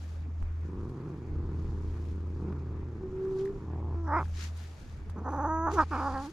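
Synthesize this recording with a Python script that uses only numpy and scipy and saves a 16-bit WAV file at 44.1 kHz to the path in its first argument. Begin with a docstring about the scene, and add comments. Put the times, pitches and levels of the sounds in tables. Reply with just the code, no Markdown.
"""Stone quay: a cat teased with a fur toy on a stick growls with its mouth shut, slips into a thin moan,
then opens its mouth for rough yowls and a yelp. Growl: uneven pulses through chest and mouth resonances.
Moan: three harmonics. Yowls: pulses ringing mouth, lips and teeth, plus a sine fundamental.
The toy's brushing and the yelp's breathy hiss are shaped noise, with ticks, knocks and squeaks of the stick;
a far boat engine is a wavering sine; wind on the microphone and sea are banded noise."""
import sys
import numpy as np
from scipy import signal
from scipy.fft import rfft, irfft
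from scipy.io import wavfile
from scipy.ndimage import uniform_filter1d

SR = 44100
rng = np.random.default_rng(int(sys.argv[2]) if len(sys.argv) > 2 else 0)


def transcribe(u):
    """Save the signal u as a 16-bit wav file named by the first command-line argument.

    u: samples, shape (n,) or (channels, n), limited to [-1, 1]; the rate is SR.
    q: integer samples, one column per channel.
    """
    v = np.clip(np.atleast_2d(u).T, -1, 1)
    q = np.round(v * 32767).astype(np.int16)
    wavfile.write(sys.argv[1], SR, q)


N = 279056
T = np.arange(N) / SR

# Effort of the long growl. Each row: time in seconds, chest level in dB before CHEST_TRIM_DB, mouth level in dB.
GROWL_EFFORT = [(.62, -51, -77), (.7, -43, -63), (.84, -41, -57), (.9, -42, -60), (1.1, -39.5, -59),
                (1.2, -44, -65.5), (1.42, -41, -59.5), (1.75, -44, -61), (2.33, -46.5, -67.5),
                (2.41, -39.5, -60), (2.5, -38, -55), (2.6, -43.5, -60.5), (2.9, -44, -64.5),
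                (3.3, -45.5, -59.5), (3.62, -45, -61.5), (3.72, -42.5, -53), (3.93, -42.5, -52.5),
                (3.96, -44, -53.5)]
# Short creaks where a yowl starts or breaks off. Each row: start in seconds, length in seconds,
# chest level in dB before CHEST_TRIM_DB, mouth level in dB, mean flaps per second.
CREAKS = [(4.191, .055, -45, -51, 140), (5.153, 0.09, -44, -54.5, 200), (5.686, 0.055, -50, -45.5, 170)]
# Growl resonances. Each row: frequency in Hz, width in Hz, gain in dB before levelling.
CHEST_MODES = [(125, 88, 6.5), (304.3, 80, -2)]
MOUTH_MODES = [(963, 340, 23.5), (1270, 220, 5.1)]
# Faint nose hiss swelling within the growl: peak time in seconds, rise in seconds, fall in seconds.
NOSE_HISS = (1.6, .9, .6)
# Folds start slack, tighten to their usual pace and flap faster when pushed.
USUAL_FLAPS_PER_S, SLACK_SHARE, TIGHTEN_S = 126, .38, .25
USUAL_CHEST_DB, PACE_OCTAVES_PER_DB = -42.5, .09
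UNEVENNESS, FLAP_SPREAD_DB, WEAK_FLAP_DB = .2, 3.5, -.5
CHEST_TRIM_DB, NOSE_RE_CHEST_DB, NOSE_MODE = 1, -42, (4450, 600, 0)
PUFF_DECAY_S, PUFF_SHARE, CREAK_FADE_S = .0064, .94, .0083
MOUTH_DROP_S, MOUTH_DROP_TAKES_S, MOUTH_DROP_RATIO, MOUTH_DROP_TOP_HZ = 3.58, .13, .83, 1145


def growl():
    """Slack vocal folds flap unevenly; each flap thumps the chest and puffs air into mouth and nose."""
    chest_db, mouth_db = in_time(GROWL_EFFORT)
    slack = SLACK_SHARE * swell(GROWL_EFFORT[0][0], TIGHTEN_S, TIGHTEN_S)
    push_octaves = PACE_OCTAVES_PER_DB * (chest_db - USUAL_CHEST_DB)
    pace = USUAL_FLAPS_PER_S * (1 - slack) * 2 ** push_octaves
    chest_gain, mouth_gain = during(GROWL_EFFORT) * from_db([chest_db, mouth_db])
    for s, length_s, creak_chest_db, creak_mouth_db, flaps_per_s in CREAKS:
        creak = during([[s], [s + length_s]], fade_s=CREAK_FADE_S)
        pace = np.where(creak > 0, flaps_per_s, pace)
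        chest_gain = chest_gain + creak * from_db(creak_chest_db)
        mouth_gain = mouth_gain + creak * from_db(creak_mouth_db)

    flap_number = np.floor(np.cumsum(pace * np.exp(UNEVENNESS * drift(75))) / SR)
    flaps = np.diff(flap_number, prepend=0) * from_db(FLAP_SPREAD_DB * drift(130))
    air_flaps = flaps * from_db(WEAK_FLAP_DB * (flap_number % 2))  # every second flap passes less air

    chest = cut(resonate(flaps, CHEST_MODES), 435, "low", order=6)
    chest = evened(cut(chest, 92, "high"), size=1500)

    puff_envelope = signal.lfilter([1], [1, -np.exp(-1 / (PUFF_DECAY_S * SR))], air_flaps + 1e-18)
    puffs = puff_envelope * rng.standard_normal(N)
    flow = rms_one(air_flaps) + PUFF_SHARE * rms_one(puffs)

    # mouth rings lower just before the first cry
    dropped = np.clip((T - MOUTH_DROP_S) / MOUTH_DROP_TAKES_S, 0, 1)
    lower_modes = [(hz * MOUTH_DROP_RATIO, width, db) for hz, width, db in MOUTH_MODES]
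    lower_mouth = cut(resonate(flow, lower_modes), MOUTH_DROP_TOP_HZ, "low", order=8)
    mouth = (1 - dropped) * resonate(flow, MOUTH_MODES) + dropped * lower_mouth
    mouth = cut(mouth, 1480, "low", order=8)
    mouth = evened(cut(mouth, 480, "high"), size=1300)

    nose = rms_one(resonate(resonate(puffs, [NOSE_MODE]), [NOSE_MODE]))
    nose_gain = from_db(NOSE_RE_CHEST_DB) * swell(*NOSE_HISS)
    return chest_gain * (from_db(CHEST_TRIM_DB) * chest + nose_gain * nose) + mouth_gain * mouth


# Closed-mouth moan. Each row: time in seconds, mean pitch in Hz, mean level in dB.
MOAN_CURVE = [(3.0, 379.7, -53), (3.038, 378.6, -38), (3.106, 372, -43.5), (3.214, 380.5, -33),
              (3.388, 381.5, -32.5), (3.43, 387.3, -30), (3.502, 396, -34.5), (3.524, 394, -41.5),
              (3.534, 391.6, -52), (3.544, 396, -42), (3.568, 394.9, -42), (3.578, 394.8, -47.5)]


def moan(second_db=-35, third_db=-36, pitch_spread=.005, level_spread_db=1):
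    """With the mouth shut the folds lock into an almost pure tone, shaken a little."""
    pitch_hz, level_db = in_time(MOAN_CURVE)
    phase = 2 * np.pi * np.cumsum(pitch_hz * (1 + pitch_spread * drift(70))) / SR
    tone = np.cos(phase) + from_db(second_db) * np.cos(2 * phase) + from_db(third_db) * np.cos(3 * phase)
    return np.sqrt(2) * during(MOAN_CURVE) * from_db(level_db + level_spread_db * drift(60)) * tone


# Four open-mouthed cries, a curve each. Each row: time in seconds, pitch in Hz and level in dB before the throb,
# mouth resonance set by the jaw in Hz, lip snarl in dB relative to the level.
YOWL_CURVES = [
    [(3.945, 342.3, -54, 555, -37), (3.985, 337.6, -49.5, 580, -35), (4.025, 335.6, -54, 640, -24),
     (4.072, 318.4, -45.5, 890, -9), (4.078, 300.8, -39, 890, -18.5), (4.118, 281.6, -32.5, 950, -18),
     (4.14, 316, -26.5, 1030, -17), (4.158, 313, -26.5, 1060, -19), (4.172, 357.3, -26, 1080, -16),
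     (4.192, 314.4, -30, 1130, -17), (4.2, 168.3, -32.5, 1170, -17), (4.218, 110, -37, 1160, -26),
     (4.243, 62, -52, 1030, -20)],
    [(5.157, 240.2, -50, 1140, -30), (5.19, 189.6, -48, 1100, -40), (5.228, 100, -62, 950, -26),
     (5.258, 264.8, -34, 850, -35), (5.28, 276.7, -38.5, 850, -38), (5.315, 282.3, -39.5, 870, -38),
     (5.39, 278.3, -34.5, 810, -46), (5.45, 296.8, -32, 840, -51), (5.478, 320.3, -31.5, 910, -42),
     (5.492, 308.3, -31.5, 910, -45), (5.512, 318.7, -29.5, 930, -40), (5.615, 325.4, -32.5, 954, -42.5),
     (5.662, 334.2, -28.5, 1020, -54), (5.672, 311.5, -27, 1020, -52), (5.686, 305, -28.5, 1030, -50),
     (5.704, 312, -38, 1080, -43), (5.722, 340, -38, 1120, -33)],
    [(5.72, 354, -39.5, 1090, -29), (5.745, 434.3, -46.5, 1110, -15), (5.765, 367.5, -38, 1050, -38),
     (5.786, 323, -20, 1230, -30.5), (5.803, 311, -19.5, 1300, -38), (5.822, 300.6, -30, 1250, -30.5),
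     (5.843, 198, -39, 1190, -16)],
    [(5.905, 350, -46, 1200, -21), (5.922, 311.4, -32.5, 1290, -24), (5.95, 247.5, -32, 1270, -23),
     (5.966, 253.4, -34, 1210, -20), (5.978, 301.4, -37, 1190, -20), (6.0, 306, -32.5, 1180, -21),
     (6.01, 258.8, -34.5, 1110, -28), (6.052, 274.8, -33.5, 1010, -38), (6.073, 282, -29.5, 1100, -42),
     (6.091, 265.7, -35, 940, -42), (6.108, 256.7, -37, 900, -38), (6.128, 258, -38.5, 900, -30),
     (6.139, 282, -39, 880, -13), (6.165, 264, -33.5, 860, -15), (6.21, 269.5, -40.5, 880, -26),
     (6.235, 293, -46.5, 880, -27), (6.258, 271, -45.5, 860, -34), (6.29, 327, -60, 860, -22),
     (6.308, 348, -83, 859, -14)],
]
# One row per cry: fundamental in dB at the usual level and pitch, throat resonance ratio,
# lip resonance as a multiple of the mouth's, teeth resonance at the start in Hz, at the end in Hz,
# teeth level in dB relative to the fundamental at the usual level, time the teeth take to show in seconds.
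MOUTH_SHAPES = [(-41, 1.01, 1.9, 5900, 5050, -27, 0.13), (-38.5, 0.999, 2.05, 6130, 6300, -25, .02),
                (-36.5, 0.995, 1.95, 6800, 4450, -22.5, .01), (-38, 0.987, 1.98, 4930, 4600, -23.5, .01)]
# Throat and open mouth. Each row: frequency in Hz before the throat ratio, gain in dB.
THROAT_COLOUR = [(300, -0.5), (480, 6), (620, -1.5), (720, 0.5), (850, 9), (1000, 3.5), (1280, 4),
                 (1580, -2.5), (1850, -8), (2100, -25), (2400, -48.5), (5000, -73.5)]
# Drawn-back lips. Each row: frequency in Hz for a lip resonance at SNARL_REF_HZ, gain in dB.
SNARL_COLOUR = [(900, -50), (1400, -25), (1750, -1.5), (2000, 8.5), (2350, -5.5), (2620, -16),
                (2950, -35.5), (5000, -75.5)]
SNARL_REF_HZ, JAW_WIDTH_HZ, TEETH_WIDTH_HZ = 2054, 330, 480
# Teeth resonances: ratio to the gap frequency, gain in dB.
TEETH_MODES = ((1, 0), (1.83, -12))
# The fundamental grows more slowly than the cry and carries better at high pitch.
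FUNDAMENTAL_FOLLOWS, FUNDAMENTAL_DB_PER_OCTAVE = .17, 14
USUAL_YOWL_DB, USUAL_YOWL_HZ, CRY_FADE_S = -29, 303, .0081
# Teeth hiss grows with the cry and differs from puff to puff.
TEETH_FOLLOWS, TEETH_SPUTTER_DB = .12, 4
# Flutter bunches the snaps and weakens them where they lie furthest apart; a little chance comes on top.
FLUTTER_HZ, FLUTTER_WANDER, FLUTTER_SHIFT_S, FLUTTER_DB = 64, .3, .00023, 1.8
JITTER_SHARE, SHIMMER_DB, THROB_OCTAVES_PER_DB = .028, .9, .033
MOUTH_AIR, LIP_AIR, TEETH_AIR = .35, 1, 4.3
RING_HZ = np.fft.rfftfreq(1024, 1 / SR) + 1


def yowl(curve, fundamental_db, throat_ratio, lip_ratio, teeth_start_hz, teeth_end_hz, teeth_db, teeth_rise_s):
    """The folds snap shut once a cycle and ring mouth, lips and teeth; rough passages flutter."""
    pitch_hz, level_db, jaw_hz, snarl_db = in_time(curve)
    throb_db = throb()
    pitch_hz = pitch_hz * 2 ** (-THROB_OCTAVES_PER_DB * throb_db)  # swelling also lowers the pitch
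    level_db = level_db + throb_db
    base_db = fundamental_db + FUNDAMENTAL_FOLLOWS * (level_db - USUAL_YOWL_DB)
    base_db = base_db + FUNDAMENTAL_DB_PER_OCTAVE * np.log2(pitch_hz / USUAL_YOWL_HZ)
    sounding = during(curve, fade_s=CRY_FADE_S)

    # one snap per cycle; read every curve at the snaps
    on = sounding > 0
    cycles = np.cumsum(pitch_hz[on]) / SR
    s = np.interp(np.arange(int(cycles[-1]) + 1), cycles, T[on])
    curves = (pitch_hz, level_db, jaw_hz, snarl_db, base_db, roughness(), sounding)
    hz, db, jaw, snarl, base, rasp, gate = [np.interp(s, T, c) for c in curves]
    timing, force, wander, spit = np.clip(rng.standard_normal((4, 300))[:, :len(s)], -1.8, 1.8)
    flutter = 2 * np.pi * np.cumsum(FLUTTER_HZ / hz * (1 + FLUTTER_WANDER * wander))
    shift_s = rasp * (FLUTTER_SHIFT_S * np.sin(flutter) + JITTER_SHARE * timing / hz)
    s = np.sort(s + shift_s)
    snap_db = rasp * (SHIMMER_DB * force - FLUTTER_DB * np.cos(flutter))
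    strength = gate * np.sqrt(SR / hz) * from_db(snap_db)

    # a wider jaw carries mouth and lip resonances upwards
    jaw = jaw[:, None]
    throat = from_db(at_hz(THROAT_COLOUR, RING_HZ / throat_ratio))
    mouth = throat / np.hypot(1, (RING_HZ - jaw) / JAW_WIDTH_HZ)
    lips = from_db(at_hz(SNARL_COLOUR, RING_HZ * SNARL_REF_HZ / (lip_ratio * jaw)))
    # the narrow ring of the gap between the teeth slides through the cry
    gap_hz = np.interp(s, [s[0], s[-1]], [teeth_start_hz, teeth_end_hz])[:, None]
    teeth = sum(from_db(mode_db) / (1 + ((RING_HZ / ratio - gap_hz) / TEETH_WIDTH_HZ) ** 2) ** 2
                for ratio, mode_db in TEETH_MODES)
    hiss_db = base + teeth_db + TEETH_FOLLOWS * (db - USUAL_YOWL_DB)
    hiss_db = hiss_db + TEETH_SPUTTER_DB * np.sqrt(rasp) * spit
    teeth_shown = np.clip((s - curve[0][0]) / teeth_rise_s, 0, 1)

    phase = 2 * np.pi * np.interp(T, s, np.arange(len(s)))
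    fundamental = np.sqrt(2) * sounding * from_db(base_db) * np.sin(phase)
    mouth_ring = rung(s, strength * from_db(db), mouth, MOUTH_AIR * rasp)
    lip_ring = rung(s, strength * from_db(db + snarl), lips, LIP_AIR * np.sqrt(rasp))
    teeth_ring = rung(s, strength * from_db(hiss_db) * teeth_shown, teeth, TEETH_AIR * np.sqrt(rasp))
    return fundamental + mouth_ring + lip_ring + teeth_ring


# Throb as the long yowl gathers force. Each row: time in seconds, depth in dB.
THROB_DEPTH = [(5.24, 0), (5.27, 4), (5.305, 5.5), (5.35, 2.7), (5.46, 2.7), (5.48, 2.2), (5.495, 0)]


def throb(rate_hz=17.7, crest_s=5.282):
    """Swell and sink of the voice in dB."""
    depth_db, = in_time(THROB_DEPTH)
    return depth_db * np.cos(2 * np.pi * rate_hz * (T - crest_s))


# Cries are rough except where the folds lock into a note.
# Each row: start in seconds, end in seconds, roughness left from 0 to 1.
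CLEAR_NOTES = [(3.93, 4.06, .35), (4.095, 4.16, .55), (4.168, 4.19, .35), (5.39, 5.48, .4),
               (5.495, 5.662, .08), (5.785, 5.812, .3), (6.02, 6.14, .6), (6.062, 6.08, .2),
               (6.155, 6.31, .22)]


def roughness(lock_s=.06, break_s=.025):
    """The folds settle gradually into each clear note and break out of it quickly."""
    notes = []
    for start_s, end_s, left in CLEAR_NOTES:
        outside = np.clip(np.maximum((start_s - T) / lock_s, (T - end_s) / break_s), 0, 1)
        notes.append(left + (1 - left) * np.sqrt(outside))
    return np.min(notes, axis=0)


def rung(s, strength, gains, air):
    """Puffs at times s: a click and a short rush of air ring through one resonance curve (row) each."""
    size = 2 * (len(RING_HZ) - 1)
    lags = np.arange(size)
    # folded cepstrum: minimum-phase response, so each ring starts at its puff
    causal = irfft(np.log(gains + 1e-6)) * (1 + np.sign(size / 2 - lags) * (lags > 0))
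    rush = rng.standard_normal((300, size))[:len(s)]
    rush = rush * np.exp(-lags / (.002 * SR)) / np.sqrt(.001 * SR)
    start, late = np.divmod(s * SR, 1)
    sub_sample_delay = np.exp(-2j * np.pi * RING_HZ * late[:, None] / SR)
    puffs = (1 + air[:, None] * rfft(rush)) * sub_sample_delay
    rings = -irfft(np.exp(rfft(causal)) * puffs)
    rings *= (strength / np.sqrt(np.sum(rings ** 2, axis=1)))[:, None]  # energy set by strength
    return np.bincount((start.astype(int)[:, None] + lags).ravel(), rings.ravel(), N)[:N]


# Brushing strokes of the toy; the swell at 5.81 is breathy hiss of the yelp. Each row: peak time in seconds,
# body level in dB before BODY_TRIM_DB, rise in seconds, fall in seconds,
# fine hiss in dB relative to the body before both trims.
STROKES_AND_HISS = [(.04, -69.5, 0.23, 0.16, -10.5), (.9, -83.5, 0.53, 0.58, -9),
                    (1.62, -78, 0.13, 0.23, -13), (2.05, -74.5, 0.39, 0.16, -12),
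                    (2.42, -81, 0.21, .12, -13), (3.349, -76, 0.19, 0.26, -10.5),
                    (3.399, -67, 0.041, 0.038, -20), (4.22, -70.5, 0.064, 0.4, -9.5),
                    (4.44, -53, 0.08, 0.047, -15), (4.59, -63.5, 0.05, 0.15, -12),
                    (4.81, -69, 0.076, 0.19, -12), (5.31, -77, 0.022, 0.08, -7),
                    (5.742, -58.5, 0.033, 0.019, -16), (5.81, -58, 0.075, 0.033, -20),
                    (5.97, -61.5, 0.094, 0.25, -17), (6.24, -61.5, 0.073, 0.073, -12)]
# Brush spectra. Each row: frequency in Hz, relative level in dB.
BRUSH_COLOUR = [(700, -5.5), (1500, 5), (2300, 4.5), (3200, 2.5), (5000, 2), (7000, 0), (8500, -11.5),
                (10000, -27.5)]
BRUSH_TOP_COLOUR = [(6000, -17.5), (8000, -12), (10000, -4.5), (12200, -13.5), (13500, -13), (15000, -18)]
# Faint steady rubbing, levels before the trims.
RUB_DB, RUB_FINE_DB, RUB_END_S, RUB_FADE_S = -79, -94.5, 5.42, .19
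BODY_TRIM_DB, TOP_TRIM_DB, GRAIN_SPREAD_DB = 6, 4, 1.5


def brushing():
    """Hairs catch and slip in a fine grain above faint rubbing; the yelp's hiss swells in the same noise."""
    rubbing = np.where(T < RUB_END_S, 1, swell(RUB_END_S, RUB_FADE_S, RUB_FADE_S))
    level, fine = rubbing * from_db(RUB_DB), rubbing * from_db(RUB_FINE_DB)
    for s, db, rise_s, fall_s, fine_db in STROKES_AND_HISS:
        swelling = from_db(db) * swell(s, rise_s, fall_s)
        level = np.hypot(level, swelling)
        fine = np.hypot(fine, from_db(fine_db) * swelling)
    body = level * from_db(BODY_TRIM_DB) * banded_noise(BRUSH_COLOUR, patchy_db=1)
    top = fine * from_db(TOP_TRIM_DB) * banded_noise(BRUSH_TOP_COLOUR, patchy_db=.5)
    grain = from_db(GRAIN_SPREAD_DB * drift(150))
    return grain * (panned(body, left_db=3.5) + panned(top, left_db=9))


# Knocks and ticks of the stick. Each row: time in seconds, tick level in dB before tick_trim_db,
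# knock drive in dB relative to that.
TICKS = [(0.426, -51, 24), (0.8944, -53, -3), (2.5261, -57, 31), (3.4523, -44.5, -13), (4.572, -44, -15),
         (5.0971, -45.5, 16.5), (5.724, -44, -3), (5.74, -42, -3), (6.1757, -60, 10)]
# The stick jolts the microphone. Each row: time in seconds, level in dB before bump_trim_db, frequency in Hz.
BUMPS = [(0.419, -22, 27.3), (5.093, -32.5, 88)]


def stick(tick_trim_db=-12, tick_decay_s=.0081, knock_mode=(900, 1000, 15), bump_trim_db=-2, bump_decay_s=.035):
    """Each touch is a short crackle over a dull knock; a jolt shakes the microphone in a decaying sine."""
    crackle = cut(rng.standard_normal((2, N)), [1800, 12500], "band")
    crackle = rms_one(cut(crackle, 6000, "low", order=1))
    out, touches = np.zeros((2, N)), np.zeros(N)
    for s, db, knock_db in TICKS:
        fading = (T >= s) * np.exp(-np.minimum(np.abs(T - s) / tick_decay_s, 20))
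        out += fading * from_db(db + tick_trim_db) * crackle
        touches[round(s * SR)] = from_db(db + knock_db)
    for s, db, hz in BUMPS:
        age_s = np.maximum(T - s, 0)
        out -= from_db(db + bump_trim_db) * np.sin(2 * np.pi * hz * age_s) * np.exp(-age_s / bump_decay_s)
    return out + cut(resonate(touches, [knock_mode]), 1500, "low")


# The toy's wand squeaks and rings briefly. Each row: start in seconds, peak level in dB, frequency in Hz.
SQUEAKS = [(3.399, -54, 3200), (3.457, -44, 1840), (3.475, -45, 1781), (4.256, -46, 1586),
           (6.177, -48, 4293)]


def squeaks(rise_s=.0007):
    """Each one is a tone that swells and dies within a few milliseconds."""
    out = 0
    for s, db, hz in SQUEAKS:
        age = np.clip((T - s) / rise_s, 0, 20)
        out = out + from_db(db) * age * np.exp(1 - age) * np.sin(2 * np.pi * hz * T)
    return out


# Far engine, swelling and fading on the wind. 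Each row: time in seconds, level in dB.
ENGINE_LEVEL = [(0.0, -40), (0.07, -38), (0.65, -34), (0.77, -45.5), (0.81, -37.5), (0.97, -50), (1.0, -50),
                (1.21, -46), (1.36, -35.5), (2.29, -35), (2.86, -39), (3.49, -58), (3.7, -36.5),
                (4.0, -32.5), (4.58, -37.5), (4.74, -44.5), (4.81, -61), (4.88, -48.5), (5.27, -37.5),
                (5.66, -36), (6.12, -38.5), (6.33, -55)]


def engine(mean_hz=80.43, waver=.0061):
    """Only the firing note carries over the water: a slowly wavering sine."""
    level_db, = in_time(ENGINE_LEVEL)
    phase = 2 * np.pi * np.cumsum(mean_hz * (1 + waver * drift(2.7))) / SR
    return np.sqrt(2) * from_db(level_db) * np.sin(phase)


# Gusts on the microphone. Each row: peak time in seconds, level in dB before WIND_TRIM_DB.
GUSTS = [(.43, -43), (1.37, -35.5), (1.67, -38), (1.85, -39), (2.11, -39.5), (4.0, -48), (4.27, -42),
         (5.07, -51), (5.75, -39), (6.0, -44)]
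# Wind, then sea and open air. Each row: frequency in Hz, relative level in dB.
WIND_COLOUR = [(15, -5), (27, -6), (45, -5), (80, -9.5), (130, -20.5), (200, -21.5), (300, -34), (500, -45)]
SEA_COLOUR = [(130, 8.5), (220, 1.5), (350, -1.5), (600, -11), (1200, -11), (1600, -16), (2000, -17.5),
              (3000, -32), (5000, -55.5)]
GUST_RISE_S, GUST_FALL_S = .082, .11
BREEZE_DB, BREEZE_SPREAD_DB, WIND_TRIM_DB, SEA_DB = -48.5, 4, -1.5, -52  # breeze before the trim


def outdoors():
    """Gusts and a steady breeze rumble on the microphone above an even wash of sea."""
    gusts = sum(from_db(db) * swell(s, GUST_RISE_S, GUST_FALL_S) for s, db in GUSTS)
    breeze = from_db(BREEZE_DB + BREEZE_SPREAD_DB * drift(4.7))
    wind_gain = from_db(WIND_TRIM_DB) * np.hypot(gusts, breeze)
    wind = wind_gain * banded_noise(WIND_COLOUR, patchy_db=0)
    return wind + from_db(SEA_DB) * banded_noise(SEA_COLOUR, patchy_db=2.5)


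# Stereo likeness of the noises. Each row: frequency in Hz, left-right correlation.
LIKENESS = [(25, 0.91), (60, 0.99), (250, 0.89), (1000, 0.56), (2000, 0.099), (4000, 0.48), (8000, 0.22),
            (14000, 0.22)]


def banded_noise(spectrum, patchy_db):
    """Half-octave bands of stereo noise, each with its own flicker and likeness; rms 1."""
    low_hz, high_hz = spectrum[0][0], spectrum[-1][0]
    edges_hz = 14 * 2 ** np.arange(0, 10.6, .5)
    out, white = 0, rng.standard_normal((2, 2, N))
    for k, band in enumerate(zip(edges_hz, edges_hz[1:])):
        hz = np.sqrt(band[0] * band[1])
        if low_hz <= hz <= high_hz:
            mid, side = cut(white[k % 2], band, "band", order=3)  # neighbours use separate noise
            alike = np.clip(at_hz(LIKENESS, hz), -1, 1)
            gain = from_db(at_hz(spectrum, hz) + patchy_db * drift(11.5))
            out = out + gain * (np.sqrt(1 + alike) * mid + np.sqrt(1 - alike) * side * [[1], [-1]])
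    return rms_one(out)


def from_db(db):
    """Decibels to gain."""
    return 10 ** (np.asarray(db) / 20)


def rms_one(x):
    """Scale to unit rms."""
    return x / np.sqrt(np.mean(x ** 2) + 1e-20)


def in_time(rows):
    """Each column of a curve at every sample."""
    s, *columns = np.transpose(rows)
    return [np.interp(T, s, c) for c in columns]


def at_hz(points, hz):
    """Read a spectrum on a log-frequency axis."""
    points = np.array(points)
    return np.interp(np.log(hz), np.log(points[:, 0]), points[:, 1])


def during(rows, fade_s=.0017):
    """One while a curve lasts, with soft ends."""
    return np.clip(np.minimum(T - rows[0][0], rows[-1][0] - T) / fade_s, 0, 1)


def swell(s, rise_s, fall_s):
    """A rounded rise to one at time s, and a fall."""
    return np.exp(-np.minimum(((T - s) / np.where(T < s, rise_s, fall_s)) ** 2, 20))


def drift(rate):
    """Smooth chance of spread 1 that changes about rate times a second."""
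    r = np.exp(-40 * np.pi * rate / SR)  # computed at every 20th sample
    slow = signal.lfilter([1], [1, -2 * r, r * r], rng.standard_normal(N // 20 + 4002))[4000:]
    return np.interp(np.arange(N) / 20, np.arange(len(slow)), rms_one(slow))


def cut(x, hz, kind, order=2):
    """Butterworth filter."""
    sos = signal.butter(order, np.clip(hz, 10, .45 * SR), kind, fs=SR, output="sos")
    return signal.sosfilt(sos, x)


def resonate(x, modes):
    """Parallel two-pole resonances of (Hz, width in Hz, dB)."""
    out = 0
    for hz, width_hz, db in modes:
        r = np.exp(-np.pi * width_hz / SR)
        zeros = np.array([1, 0, -1]) * (1 - r * r) / 2
        poles = [1, -2 * r * np.cos(2 * np.pi * hz / SR), r * r]
        out = out + from_db(db) * signal.lfilter(zeros, poles, x + 1e-18)
    return out


def evened(x, size):
    """Hold the short-term rms (window in samples) near one."""
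    return x / np.sqrt(np.abs(uniform_filter1d(x * x, size)) + 1e-4 * np.mean(x * x))


def panned(x, left_db, lag_s=0):
    """Place a sound between the two ears; the left one hears it lag_s later."""
    left, right = np.broadcast_to(x, (2, N))
    return np.array([np.interp(T - lag_s, T, left), right]) * from_db(np.array([[left_db], [-left_db]]) / 2)


def scene():
    """The cat lies a little to the right of the middle, the brushing comes from the left."""
    lag_s = 4.5e-5
    cries = sum(yowl(curve, *shape) for curve, shape in zip(YOWL_CURVES, MOUTH_SHAPES))
    cat = panned(growl() + moan(), left_db=-.5, lag_s=lag_s) + panned(cries, left_db=-2, lag_s=lag_s)
    return cat + brushing() + stick() + squeaks() + engine() + outdoors()


def record(dry):
    """A steep low-pass removes the top, 70 dB down from 15.3 kHz."""
    return signal.sosfilt(signal.cheby2(12, 70, 15300, fs=SR, output="sos"), dry)


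dry = scene()
out = record(dry)
transcribe(out)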